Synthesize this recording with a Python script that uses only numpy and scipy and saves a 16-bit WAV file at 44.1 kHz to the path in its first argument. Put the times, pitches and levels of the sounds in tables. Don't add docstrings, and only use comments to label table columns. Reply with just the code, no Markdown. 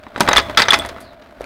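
import sys
import numpy as np
from scipy import signal
from scipy.fft import rfft, irfft
from scipy.io import wavfile
from scipy.ndimage import uniform_filter1d

SR = 44100
rng = np.random.default_rng(int(sys.argv[2]) if len(sys.argv) > 2 else 0)


def file_out(sig):
    cols = np.atleast_2d(sig).T
    lim = np.clip(cols, -1, 1)
    pcm = np.round(lim * 32767).astype(np.int16)
    wavfile.write(sys.argv[1], SR, pcm)


N = 63945

# frequency in Hz, relative strength in dB per Hz.
DRIVE_COLOUR = [(25, -14.5), (55, -3.5), (90, 1), (150, -8.5), (260, 0.5), (470, -9), (640, -1),
                (800, -8.5), (1500, -9), (2800, -19.5), (4000, -22.5), (7000, -39), (15500, -40.5)]
# time in seconds, change of drive level in dB.
LOAD_CURVE = [(0, -2.5), (.13, -2), (.3, 19.5), (.43, 1), (.5, 11.5), (.56, 7), (.8, 13), (.95, 3.5),
              (1.07, -0.5), (1.16, -3.5), (1.35, -4), (1.45, 4)]
DRIVE_DB, RATTLE_DB = -43.5, 2

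# frequency in Hz, relative strength in dB per Hz.
RUMBLE_COLOUR = [(18, -23), (35, -9), (52, 1), (85, -2), (130, -10.5), (300, -44)]
# time in seconds, rumble level in dB.
SHAKE_CURVE = [(0, -55), (.15, -56), (.22, -56), (.38, -28), (.47, -39.5), (.65, -44.5), (.78, -42.5),
               (.92, -43.5), (1.15, -58.5), (1.38, -52), (1.42, -43), (1.45, -50)]

# frequency in Hz, width in Hz, level in dB before the load is added.
GEAR_TONES = [(604.7, 36, -49), (677, 55, -49), (1444, 90, -58.5)]
GEAR_LOAD_SHARE = 0.87

# frequency in Hz, relative strength in dB per Hz.
TAP_COLOUR = [(100, -23), (250, -1), (650, 2), (1500, -1.5), (2800, -14.5), (4000, -12.5), (8000, -33.5),
              (16000, -45.5)]
TAPS_PER_S, TAP_DB, TAP_SPREAD_DB, TAP_RING_S = 40, -49.5, 3.5, 0.025

# start in seconds, level in dB, then bass, edge and fizz in dB
# relative to that level, and ring time (60 dB fade) in seconds at the second colour frequency.
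BLOWS = [ (.036, -34, 0, -1.5, -3, 0.028), (.067, -29, 16, -22, -17, 0.035), (.150, -29, -4, -19, -12, .03),
         (.161, -14, -4, -11.5, -29, 0.021), (0.178, -25.5, 11, -3, 2, 0.06), (.199, -22, 4, 5, 6, 0.046),
         (.206, -2.5, 6.5, 5.5, 8.5, .035), (.276, -8.5, 1, -7.5, -17, 0.063),
         (.2865, -4, 1, -1.5, -11, 0.023), (.289, -1.5, -0.5, 2, 7.5, 0.02),
         (0.311, -13, -3.5, -1, -21.5, .04), (.3142, -11, -2.5, -6, -11, 0.052),
         (0.3308, -4, -3, 0.5, -3.5, 0.044), (.352, -14, 3, 0.5, -22, 0.027),
         (0.3609, -4.5, -14, 1, -14, 0.031), (.3655, -3, -19, 4.5, 6, 0.033),
         (0.3796, -2.5, -2, 6, 1, 0.036), (.389, -11, 2, 5.5, -14, 0.057),
         (.398, -20.5, -7, 13, -7.5, 0.047), (0.496, -23, -0.5, -10, -13, .06),
         (.548, -27, -10, 4, -17, 0.028), (.573, -5, -7, 8, -4, 0.062), (.579, -6.5, 0, 5, 2, 0.021),
         (.588, -9, -7, 7, -3.5, 0.046), (.596, -5, -7.5, 1, -9, 0.043), (.601, -3.5, -1.5, -3, 1, 0.027),
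         (.619, -7.5, -4, 10.5, -2.5, 0.049), (.629, -16.5, 1.5, -0.5, -0.5, 0.069),
         (0.653, -19, -10.5, -22, -11, 0.11), (.684, -4.5, -15.5, 2.5, -20, 0.053),
         (0.707, -9, -11, 7, 7.5, .04), (0.7221, -7, -17, 2, -5.5, 0.026), (.732, -4, -13.5, 5.5, 0.5, .05),
         (.740, -5.5, -5.5, 8.5, 0.5, 0.053), (0.789, -22.5, 17, 9.5, 26.5, 0.012),
         (.820, -18, 2, -10, -7, 0.038), (.849, -19, -2, -2.5, 0, 0.034), (0.86, -31, -4, 3.5, 18.5, .05),
         (.889, -27, -12, 8, 7, 0.057), (.963, -24.5, 3.5, -17, -21.5, 0.027),
         (.983, -28.5, 5, -18, -12, 0.034), (1.004, -50, -5, 10, 28.5, 0.17),
         (1.222, -45.5, 7, 8, -6.5, 0.037), (1.408, -35, -1, -0.5, 9, 0.037),
         (1.416, -34.5, 1, 6.5, 12, 0.017), (1.432, -33.5, 1.5, -11, -9, 0.057),
         (1.442, -31.5, 3, 6, 8.5, 0.019)]
# frequency in Hz, relative strength in dB per Hz.
STEEL_COLOUR = [(60, -30), (140, -22), (200, -4), (450, -3), (680, -1.5), (1000, 0.5), (1900, 0),
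                (2750, -9), (3600, -6.5), (5200, -14), (8000, -22), (11000, -26.5), (16000, -39.5)]
BLOW_COLOUR_HZ = [220, 1300, 5000, 10000]
ATTACK_S, TREBLE_DAMPING = 0.00026, 0.17

# frequency in Hz, relative strength in dB per Hz.
CHATTER_COLOUR = [(200, -13.5), (900, -1), (2000, 3), (2800, 5), (4000, -5), (7000, -11), (11000, -20),
                  (16000, -29)]
CHATTER_PER_S, CHATTER_DB, CHATTER_SPREAD_DB = 260, -16, 3.5
CHATTER_FADE_S, CHATTER_RING_S = 0.01, 0.014

# frequency in Hz, relative level in dB, 60 dB fade in seconds.
FRAME_MODES = [(219.8, -26.5, 0.16), (544.8, -21.5, .2), (587, -39.5, 0.82), (668.6, -27.5, 0.51),
               (829, -19.5, 0.2), (980, -23, 0.122), (1160, -27.5, 0.23), (1295, -21, 0.14),
               (1489, -25.5, 0.22), (1707, -25, .17), (2033, -20.5, .18), (3387, -29.5, 0.16),
               (3880, -21.5, 0.1), (5020, -33, 0.18)]
FRAME_DB = -3

# frequency in Hz, 60 dB fade in seconds.
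ROOM_FADE = [(100, .5), (500, 0.42), (1500, 0.54), (4000, .42), (8000, .36), (15000, 0.39)]
# frequency in Hz, level in dB.
ROOM_LEVEL = [(100, -9), (600, -11.5), (1500, -18), (4000, -22), (12000, -19)]
PING_ROOM_DB = -0.5

# start in seconds, pitch in Hz, level in dB,
# 60 dB fade in seconds, level change at the next contact in dB (only negative values act).
PING_PARTS = [(0.2045, 6330, -25, 0.1, 0), (.207, 967, -6, 0.069, 0), (.208, 218, -19, 0.13, 0),
              (.2865, 860, -7, 0.032, 0), (0.319, 3750, -14, 0.036, 0), (0.331, 6190, -3.5, 0.013, 0),
              (.3715, 3474, 6, 0.025, 1.5), (.573, 5120, -8, 0.043, 0), (.574, 1325, -5, 0.072, 0),
              (.574, 3360, -1.5, 0.029, 0), (.582, 4600, -12, 0.071, 0), (.619, 4820, -5, 0.025, 0),
              (.6375, 3740, -10.5, 0.022, 0), (.684, 6030, -11, 0.026, 0), (0.7056, 3432, 4, 0.072, -11.5),
              (.742, 3490, -10, 0.06, 0), (.742, 5230, -17.5, .06, 0), (.742, 10920, -31, .08, 0),
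              (.796, 3430, -14.5, 0.065, 0), (.796, 8340, -25, .05, -2), (1.4415, 2375, -21.5, 0.011, 0)]
PING_RISE_S, TWIN_SHARE, TWIN_DB = 0.0012, 0.021, -10.5
PING_FREE_S, PING_CATCH_S = 0.0071, 0.00046

SLIDE_S, SLIDE_LENGTH_S, SLIDE_DB = 0.991, 0.15, -52.5
SLIDE_FROM_HZ, SLIDE_TO_HZ, SLIDE_WIDTH_HZ = 4800, 3700, 710

KNOCK_S, KNOCK_HZ, KNOCK_DB, KNOCK_SWELL_S = 1.4078, 550, -14, 0.00067

CLIP_KNEE, EDGE_HZ = 4, 15900


def amp(db):
    return 10 ** (np.asarray(db) / 20)


def evened(x):
    return x / np.sqrt(np.mean(x ** 2) + 1e-20)


def read(points, hz):
    f, value = np.transpose(points)
    return np.interp(np.log(hz + 1), np.log(f + 1), value)


def curve(points):
    return np.interp(np.arange(N) / SR, *np.transpose(points))


def add(mix, s, sound):
    part = mix[max(round(s * SR), 0):][:len(sound)]
    part += sound[:len(part)]


def noise(spectrum):
    gain = amp(read(spectrum, np.fft.rfftfreq(N, 1 / SR)))
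    return evened(irfft(rfft(rng.standard_normal(N)) * gain, N))


def dense_ring(gain, t60_of, count=8):
    size = 2 * (len(gain) - 1)
    hz, t = np.fft.rfftfreq(size, 1 / SR), np.arange(size) / SR
    centres = np.geomspace(120, 14000, count)
    modes = gain * np.exp(2j * np.pi * rng.random(len(gain))) * np.sqrt(size)
    ring = np.zeros(size)
    for centre, share in zip(centres, np.eye(count)):
        band = irfft(modes * read(np.c_[centres, share], hz))
        ring += band * np.exp(-np.log(1000) * t / t60_of(centre))
    return ring


def resonance(hz, width):
    r = np.exp(-np.pi * width / SR)
    grain = rng.standard_normal(N) + 1j * rng.standard_normal(N)
    wavering = signal.lfilter([1], np.poly([r, r]), grain)
    tone = np.exp(2j * np.pi * np.cumsum(hz * np.ones(N)) / SR)
    return evened((wavering * tone).real)


def random_ticks(spectrum, per_s, spread_db, ring_s, count, size=2048):
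    colour, out = amp(read(spectrum, np.fft.rfftfreq(size, 1 / SR))), np.zeros(N)
    for _ in range(count):
        hits = rng.random(N) < per_s / count / SR
        strengths = amp(spread_db * rng.standard_normal(N))
        out += signal.oaconvolve(hits * strengths, dense_ring(colour, lambda f: ring_s))[:N]
    return evened(out)


def drive():
    rattle = evened(uniform_filter1d(rng.standard_normal(N), size=260))
    churn = noise(DRIVE_COLOUR) * amp(DRIVE_DB + curve(LOAD_CURVE) + RATTLE_DB * rattle)
    rumble = noise(RUMBLE_COLOUR) * amp(curve(SHAKE_CURVE))
    return churn + rumble


def gears():
    tones = sum(amp(db) * resonance(hz, width) for hz, width, db in GEAR_TONES)
    return amp(GEAR_LOAD_SHARE * curve(LOAD_CURVE)) * tones


def followers():
    taps = random_ticks(TAP_COLOUR, TAPS_PER_S, TAP_SPREAD_DB, TAP_RING_S, count=5)
    return amp(TAP_DB + curve(LOAD_CURVE)) * taps


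def clanks(size=8192):
    hz, t, out = np.fft.rfftfreq(size, 1 / SR), np.arange(size) / SR, np.zeros(N)
    steel = evened(amp(read(STEEL_COLOUR, hz)))
    attack = np.minimum(t / ATTACK_S, 1)
    for s, db, bass, edge, fizz, t60 in BLOWS:
        colour = amp(read(np.c_[BLOW_COLOUR_HZ, [bass, 0, edge, fizz]], hz))
        ring = dense_ring(steel * colour, lambda f: t60 * (BLOW_COLOUR_HZ[1] / f) ** TREBLE_DAMPING)
        add(out, s, amp(db) * attack * ring)
    return out


def chatter(struck):
    r = np.exp(-1 / (CHATTER_FADE_S * SR))
    shaking = np.sqrt(signal.lfilter([1 - r], [1, -r], struck ** 2))
    ticks = random_ticks(CHATTER_COLOUR, CHATTER_PER_S, CHATTER_SPREAD_DB, CHATTER_RING_S, count=6)
    return amp(CHATTER_DB) * shaking * ticks


def frame():
    t, out = np.arange(N) / SR, np.zeros(N)
    modes = np.array([amp(db) * np.exp((2j * np.pi * hz - np.log(1000) / t60) * t)
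                      for hz, db, t60 in FRAME_MODES])
    for s, db, *_ in BLOWS:
        phases = np.exp(2j * np.pi * rng.random(len(FRAME_MODES)))
        add(out, s, amp(db + FRAME_DB) * (phases @ modes).real)
    return out


def workshop(x, size=32768):
    hz = np.fft.rfftfreq(size, 1 / SR)
    tail = dense_ring(np.ones(len(hz)), lambda f: read(ROOM_FADE, f))
    tail = irfft(rfft(tail / np.linalg.norm(tail)) * amp(read(ROOM_LEVEL, hz)))
    return signal.fftconvolve(x, tail[:size - size // 10])[:N]


def pings(size=8192):
    t, out = np.arange(size) / SR, np.zeros(N)
    contact = (1 + np.tanh((t - PING_FREE_S) / PING_CATCH_S)) / 2
    rise = np.minimum(t / PING_RISE_S, 1)
    for s, hz, db, t60, drop_db in PING_PARTS:
        twin = amp(TWIN_DB) * np.sin(2 * np.pi * hz * (1 - TWIN_SHARE) * t)
        pair = np.sin(2 * np.pi * hz * t) + twin
        level = amp(db + min(drop_db, 0) * contact)
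        add(out, s, level * rise * np.exp(-np.log(1000) * t / t60) * pair)
    return out


def wire_slide():
    progress = np.clip((np.arange(N) / SR - SLIDE_S) / SLIDE_LENGTH_S, 0, 1)
    glide_hz = SLIDE_FROM_HZ + (SLIDE_TO_HZ - SLIDE_FROM_HZ) * progress
    return amp(SLIDE_DB) * np.sin(np.pi * progress) * resonance(glide_hz, SLIDE_WIDTH_HZ)


def knock(size=2048):
    t, out = np.arange(size) / SR, np.zeros(N)
    u = t / KNOCK_SWELL_S
    swell = (u / 2) ** 2 * np.exp(2 - u)
    add(out, KNOCK_S, -amp(KNOCK_DB) * swell * np.sin(2 * np.pi * KNOCK_HZ * t))
    return out


def scene():
    struck, rings = clanks(), pings()
    blows = struck + chatter(struck) + frame() + knock()
    room = workshop(blows + amp(PING_ROOM_DB) * rings)
    running = drive() + followers() + gears() + wire_slide()
    return (blows + rings + room + running)[None]


def record(dry):
    clipped = dry / (1 + np.abs(dry) ** CLIP_KNEE) ** (1 / CLIP_KNEE)
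    lowpass = signal.firwin(511, EDGE_HZ, window=("kaiser", 9), fs=SR)
    return signal.oaconvolve(clipped, lowpass[None], "same")


dry = scene()
out = record(dry)
file_out(out)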